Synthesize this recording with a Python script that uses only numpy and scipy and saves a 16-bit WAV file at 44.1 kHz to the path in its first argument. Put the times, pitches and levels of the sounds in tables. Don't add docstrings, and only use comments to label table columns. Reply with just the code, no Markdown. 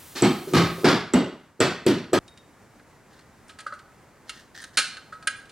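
import sys
import numpy as np
from scipy import signal
from scipy.fft import rfft, irfft
from scipy.io import wavfile
from scipy.ndimage import uniform_filter1d, minimum_filter1d

SR = 44100
rng = np.random.default_rng(int(sys.argv[2]) if len(sys.argv) > 2 else 0)


def wav_out(sig):
    wavfile.write(sys.argv[1], SR, np.round(np.clip(np.atleast_2d(sig).T, -1, 1) * 32767).astype(np.int16))


N = 242991

# freq_hz, density_db_per_hz
TONE_SPECTRUM = [(15, -55), (25, 12), (87, 1), (114, -7), (145, -1.5), (249, -1.5), (489, -6.5),
                 (775, -7.5), (1260, -9.5), (2050, -13), (3160, -23.5), (7920, -23.5), (16000, -34.5)]
# freq_hz, density_db_per_hz
HISS_SPECTRUM = [(1470, -12), (2500, -9.5), (4370, -9), (4620, -10), (8020, -8.5), (14100, -7),
                 (16000, -7.5)]
# freq_hz, correlation
TONE_CORRELATION = [(60, 0.85), (180, 0.9), (550, 0.85), (1650, 0.96), (4970, 0.74), (15000, -0.57)]
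# freq_hz, correlation
ECHO_CORRELATION = [(60, 0.92), (180, 1), (550, 0.94), (1650, 0.98), (4970, 0.87), (15000, 0.22)]
# freq_hz, t60_s
WORKSHOP_DECAY = [(80, 0.71), (210, 0.36), (560, 0.43), (1470, 0.51), (3880, 0.49), (10200, 0.35)]
# start_s, boom_db, clatter_db
HAMMER_SCRAPE_AND_KNOCKS = [(0.151, -43, -11.5), (0.472, -33, -28.5), (0.78, -35, -28)]
# start_s, boom_db, clatter_db, clatter_tilt_db_per_octave, crack_db, ping_db
HAMMER_BLOWS = [(0.222, -8, -11.5, 0, -45, -15), (0.535, -3.5, -10, 0.52, -20, -25),
                (0.843, -5, -7.5, -0.21, -41, -38), (1.136, -15, -11, -2, -32.5, -23.5),
                (1.603, -13, -14, 0.7, -32, -19), (1.864, -11, -14, 0.24, -26.5, -30),
                (2.131, -9, -15, 0.2, -26, -23)]
# freq_hz, level_db, t60_s
BENCH_MODES = [(140, -21, .15), (170, -10, .15), (205, -11, .1), (248, -8, .1), (300, -8, .08),
               (340, -3, .1), (366, -1, .09), (395, -6, .07), (445, -11, .07), (640, -12, .07),
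               (1260, -15, .08)]
# freq_hz, level_db, t60_s
PIN_MODES = [(7730, 0, .025), (5890, -9, .012)]
# freq_hz, density_db_per_hz
CLATTER_SPECTRUM = [(35, -84), (60, -34), (151, -6.5), (234, 5), (364, -5.5), (491, -13), (648, -7),
                    (798, -12), (1150, -12.5), (1790, -17.5), (4730, -22), (6380, -30), (12200, -44.5),
                    (15000, -56)]
# start_s, crack_db
SHAFT_TOUCHES = [(2.2793, -47), (2.375, -48.5)]
# freq_hz, level_db, t60_s
SHAFT_MODES = [(3730, -4, .3), (3752, -4, .3), (5500, -2, .03), (9150, -5, .08)]
# start_s, part_struck, level_db, rattle_s
CONTACTS = [(2.795, "crank", -57, 0.002), (3.13, "frame", -62, 0.016), (3.189, "frame", -55.5, .006),
            (3.481, "gear", -57, 0.0068), (3.4916, "crank", -49, 0.016), (3.586, "crank", -45, 0.016),
            (3.6026, "edge", -40, 0.0062), (3.6635, "lid", -29, 0.014), (3.7226, "lid", -32.5, 0.0032),
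            (3.735, "edge", -51.5, 0.013), (3.7896, "crank", -52, .008), (4.2926, "frame", -32, 0.0073),
            (4.615, "gear", -51, .0044), (4.6383, "edge", -33, 0.0035), (4.771, "frame", -11.5, 0.014),
            (4.9676, "crank", -41, 0.0053), (5.123, "lid", -37, 0.025), (5.224, "crank", -48.5, 0.0065),
            (5.271, "hub", -20, 0.0061), (5.453, "edge", -54, 0.0065), (5.493, "frame", -51, 0.013)]
PART_SHARES = {"lid": (-14.5, 0.5, -8.5, -22, -38, 9), "crank": (4.5, -3, 0, -6, -30, -4),
               "frame": (4, -10.5, -9.5, -5, -11, 1.5), "gear": (-16, -6, -2, -10, 1.5, 2),
               "hub": (2, -7, -1.5, -6.5, -6.5, -11.5), "edge": (2.5, -20, -9.5, -20, -11.5, -2)}
# freq_hz, level_db, t60_s
LID_MODES = [(582, -24.5, 0.083), (1282, -6.5, 0.11), (1468, -7, 0.049)]
# freq_hz, level_db, t60_s
CRANK_MODES = [(1545, 0, .05), (1615, 0, .05), (1906, -8, .05), (2020, -11, .05)]
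# freq_hz, level_db, t60_s
FRAME_MODES = [(2143, -5, .04), (2422, -3, .04), (2760, -2, .05), (3050, -2, .04), (3410, -4, .035),
               (3980, -2, .04), (4220, 0, .05), (4370, -3, .04), (4600, -3, .04), (4850, -4, .03)]
# freq_hz, level_db, t60_s
GEAR_MODES = [(5400, -3, .02), (6385, -3, .025), (7014, -4, .02), (7900, -4, .02), (8506, -4, .02),
              (9215, 1, .03), (10300, -6, .015)]
# freq_hz, density_db_per_hz
GRIT_SPECTRUM = [(88, -55.5), (150, -24.5), (894, -24), (1270, -16.5), (3350, -11.5), (4310, -10.5),
                 (5330, -17), (9180, -18), (15500, -51.5)]
# time_s, left_minus_right_db
HAND_DRIFT = [(4.2, -0.9), (5.3, -1.5)]
# start_s, rise_s, hold_s, level_db
SLIDES = [(3.092, 0.014, 0.1, -61.5), (4.266, 0.021, .12, -51.5), (4.543, 0.0034, 0.091, -46),
          (4.72, 0.027, .01, -52.5)]
# freq_hz, density_db_per_hz
RUB_SPECTRUM = [(530, -29), (900, -78), (989, -51), (1100, -23), (1850, 7), (2280, -32), (3100, -6.5),
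                (5450, -8), (15000, -28)]

FLAT, MONO = [(60, 0), (16000, 0)], [(1000, 1)]  # freq_hz, density_db_per_hz; freq_hz, correlation
CUT_S, CUT_FADE_S = 2.19, 0.0014
TONE_HAMMERING_DB, TONE_FITTING_DB = -58, -54
HISS_DB, HISS_STOP_S, HISS_FALL_DB_PER_S = -47, 0.89, 161
RUMBLE_RE_HISS_DB = -7
HAMMERING_LOW_HZ, CRACK_TOP_HZ = 102, 9300
LEAD_RE_BOOM_DB, LEAD_S = -24, .009
MODE_SCATTER_DB = 2
SHAFT_RING_RE_CRACK_DB = -5.5
SLIDE_FALL_S, SLIDE_ENDS_RE_LEVEL_DB = 0.073, -21
MIC_LOW_HZ, TOP_HZ, LEFT_LAG_S, LIMIT_DB = 32.6, 16100, .000016, -6.0


def amp(db):
    return 10 ** (np.asarray(db) / 20)


def unit(x):
    return x / np.sqrt(np.mean(x ** 2) + 1e-20)


def along(points, hz):
    f, v = np.transpose(points)
    return np.interp(np.log(hz + 1), np.log(f + 1), v)


def level(rows):
    s, db = np.transpose(rows)
    return amp(np.interp(np.arange(N) / SR, s, db, left=-200, right=-200))


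def add(track, start_s, sound):
    part = track[..., round(start_s * SR):][..., :sound.shape[-1]]
    part += sound[..., :part.shape[-1]]


def band(x, hz, kind="low"):
    return signal.sosfilt(signal.butter(2, hz, kind, fs=SR, output="sos"), x)


def noise(length, spectrum, correlation, t60=None):
    hz, t, z = signal.stft(rng.standard_normal((2, length)), SR, nperseg=512)
    turn = np.arccos(np.clip(along(correlation, hz), 0, 1)) / 2
    gain = amp(along(spectrum, hz))
    gain = gain / np.sqrt(np.mean(gain ** 2))
    z = z * (gain * [np.cos(turn), np.sin(turn)])[..., None]
    if t60:
        z = z * amp(-60 * t / along(t60, hz)[:, None])
    mid, side = signal.istft(z, SR, nperseg=512)[1][:, :length]
    return np.array([mid + side, mid - side])


def ring(modes, rattle_s, spread_db, rise_s):
    t = np.arange(SR // 2) / SR
    tone = np.zeros(len(t))
    for hz, db, t60_s in modes:
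        decay = amp(db + spread_db * rng.standard_normal() - 60 * t / t60_s)
        tone += decay * np.sin(2 * np.pi * hz * t)
    burst_t = t[:len(t) // 4]
    burst = rng.standard_normal(len(burst_t)) * np.exp(-burst_t / max(rattle_s, .0003))
    burst[0] = np.linalg.norm(burst)
    sound = signal.fftconvolve(tone * (1 - np.exp(-t / rise_s)) ** 2, burst)[:len(t)]
    return sound / np.sqrt(np.max(uniform_filter1d(sound ** 2, size=400)))


def echo(x, wet_db):
    tail = noise(SR // 2, FLAT, ECHO_CORRELATION, WORKSHOP_DECAY)
    tail = np.pad(tail, ((0, 0), (180, 0))) / np.linalg.norm(tail[0])
    return x + amp(wet_db) * signal.fftconvolve(x[None], tail, axes=1)[:, :len(x)]


def room_tone():
    waver = amp(0.57 * unit(uniform_filter1d(rng.standard_normal(N), size=3000)))
    tone_db = np.where(np.arange(N) / SR < CUT_S, TONE_HAMMERING_DB, TONE_FITTING_DB)
    return amp(tone_db) * waver * noise(N, TONE_SPECTRUM, TONE_CORRELATION)


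def hiss():
    rumble = amp(RUMBLE_RE_HISS_DB) * noise(N, TONE_SPECTRUM, TONE_CORRELATION)
    fall_db = HISS_FALL_DB_PER_S * np.clip(np.arange(N) / SR - HISS_STOP_S, 0, None)
    return amp(HISS_DB - fall_db) * (noise(N, HISS_SPECTRUM, MONO) + rumble)


def bench_boom():
    return ring(BENCH_MODES, .001, spread_db=1.5, rise_s=.0015)


def clatter(rise_s, tilt_db=0):
    t = np.arange(SR * 3 // 4) / SR
    shake = amp(0.87 * unit(uniform_filter1d(rng.standard_normal(len(t)), size=150)))
    hz = np.fft.rfftfreq(512, 1 / SR)[1:]
    stirred_db = along(CLATTER_SPECTRUM, hz) + 3 * rng.standard_normal(len(hz))
    stirred_db += tilt_db * np.log2(np.maximum(hz, 350) / 700)
    shaken = noise(len(t), np.transpose([hz, stirred_db]), ECHO_CORRELATION, WORKSHOP_DECAY)
    return shaken * (1 - np.exp(-t / rise_s)) * shake


def hammer_scrape_and_knocks():
    out = np.zeros((2, N))
    for s, boom_db, clatter_db in HAMMER_SCRAPE_AND_KNOCKS:
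        add(out, s, amp(boom_db) * echo(bench_boom(), wet_db=3.5))
        add(out, s, amp(clatter_db) * signal.lfilter([1, -.9], 1, clatter(rise_s=0.017)))
    return out


def pin_strike(crack_db, ping_db):
    t = np.arange(SR // 2) / SR
    crack = np.diff(rng.standard_normal(len(t) + 1)) * (1 - np.exp(-t / 0.00019))
    crack = band(amp(crack_db - 60 * t / 0.14) * crack, CRACK_TOP_HZ)
    ping = amp(ping_db) * ring(PIN_MODES, 0.0028, spread_db=MODE_SCATTER_DB, rise_s=0.000094)
    return echo(ping + crack, wet_db=-10.5)


def blows():
    out = np.zeros((2, N))
    for s, boom_db, clatter_db, tilt_db, crack_db, ping_db in HAMMER_BLOWS:
        add(out, s - LEAD_S, amp(boom_db + LEAD_RE_BOOM_DB) * bench_boom()[:450])
        add(out, s, pin_strike(crack_db, ping_db))
        add(out, s, echo(amp(boom_db) * bench_boom(), wet_db=-3.5))
        add(out, s, amp(clatter_db) * clatter(rise_s=0.0014, tilt_db=tilt_db))
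    return out


def hammering():
    out = band(hammer_scrape_and_knocks() + blows(), HAMMERING_LOW_HZ, "high")
    return out * np.clip((CUT_S - np.arange(N) / SR) / CUT_FADE_S, 0, 1)


def shaft_taps():
    out, t = np.zeros((2, N)), np.arange(SR // 2) / SR
    for s, db in SHAFT_TOUCHES:
        grit = amp(db - 60 * t / 0.051) * noise(len(t), GRIT_SPECTRUM, MONO)[0]
        tone = ring(SHAFT_MODES, 0.0075, spread_db=MODE_SCATTER_DB, rise_s=0.00087)
        add(out, s, echo(amp(db + SHAFT_RING_RE_CRACK_DB) * tone + grit, wet_db=-12))
    return out


def crank_contacts():
    out, t = np.zeros((2, N)), np.arange(SR // 2) / SR
    rise_s = 0.0016
    for s, struck, db, rattle_s in CONTACTS:
        crack_db, *parts_db, tilt_db = PART_SHARES[struck]
        frame = [(hz, mode_db + tilt_db * np.log2(hz / FRAME_MODES[0][0]), t60_s)
                 for hz, mode_db, t60_s in FRAME_MODES]
        near = np.zeros(len(t))
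        for part_db, modes in zip(parts_db, (LID_MODES, CRANK_MODES, frame, GEAR_MODES)):
            near += amp(part_db) * ring(modes, rattle_s, spread_db=MODE_SCATTER_DB, rise_s=rise_s)
        envelope = np.exp(-t / max(rattle_s, .001)) * (1 - np.exp(-t / rise_s)) ** 2
        near += amp(crack_db) * envelope * noise(len(t), GRIT_SPECTRUM, MONO)[0]
        pan_db = np.interp(s, *np.transpose(HAND_DRIFT))
        add(out, s, amp(db) * echo(near, wet_db=-10) * amp([[pan_db / 2], [-pan_db / 2]]))
    return out


def scrapes():
    grain = amp(3.5 * unit(uniform_filter1d(rng.standard_normal(N), size=90)))
    slide = np.zeros(N)
    for s, rise_s, hold_s, db in SLIDES:
        ends_db, full_s = db + SLIDE_ENDS_RE_LEVEL_DB, s + rise_s
        release_s = full_s + hold_s
        slide += level([(s, ends_db), (full_s, db), (release_s, db), (release_s + SLIDE_FALL_S, ends_db)])
    return slide * unit(grain * noise(N, RUB_SPECTRUM, ECHO_CORRELATION))


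def scene():
    background = room_tone() + hiss()
    fitting = shaft_taps() + crank_contacts() + scrapes()
    return background + hammering() * amp([[-.2], [.2]]) + fitting


def record(dry):
    heard = band(dry, MIC_LOW_HZ, "high")
    hz = np.fft.rfftfreq(N, 1 / SR)
    heard[0] = irfft(rfft(heard[0]) * np.exp(-2j * np.pi * hz * LEFT_LAG_S), N)
    needed = np.minimum(1, amp(LIMIT_DB) / (np.abs(heard).max(axis=0) + 1e-9))
    held = heard * uniform_filter1d(minimum_filter1d(needed, size=401), size=200)
    return irfft(rfft(held) * (hz < TOP_HZ), N)


dry = scene()
out = record(dry)
wav_out(out)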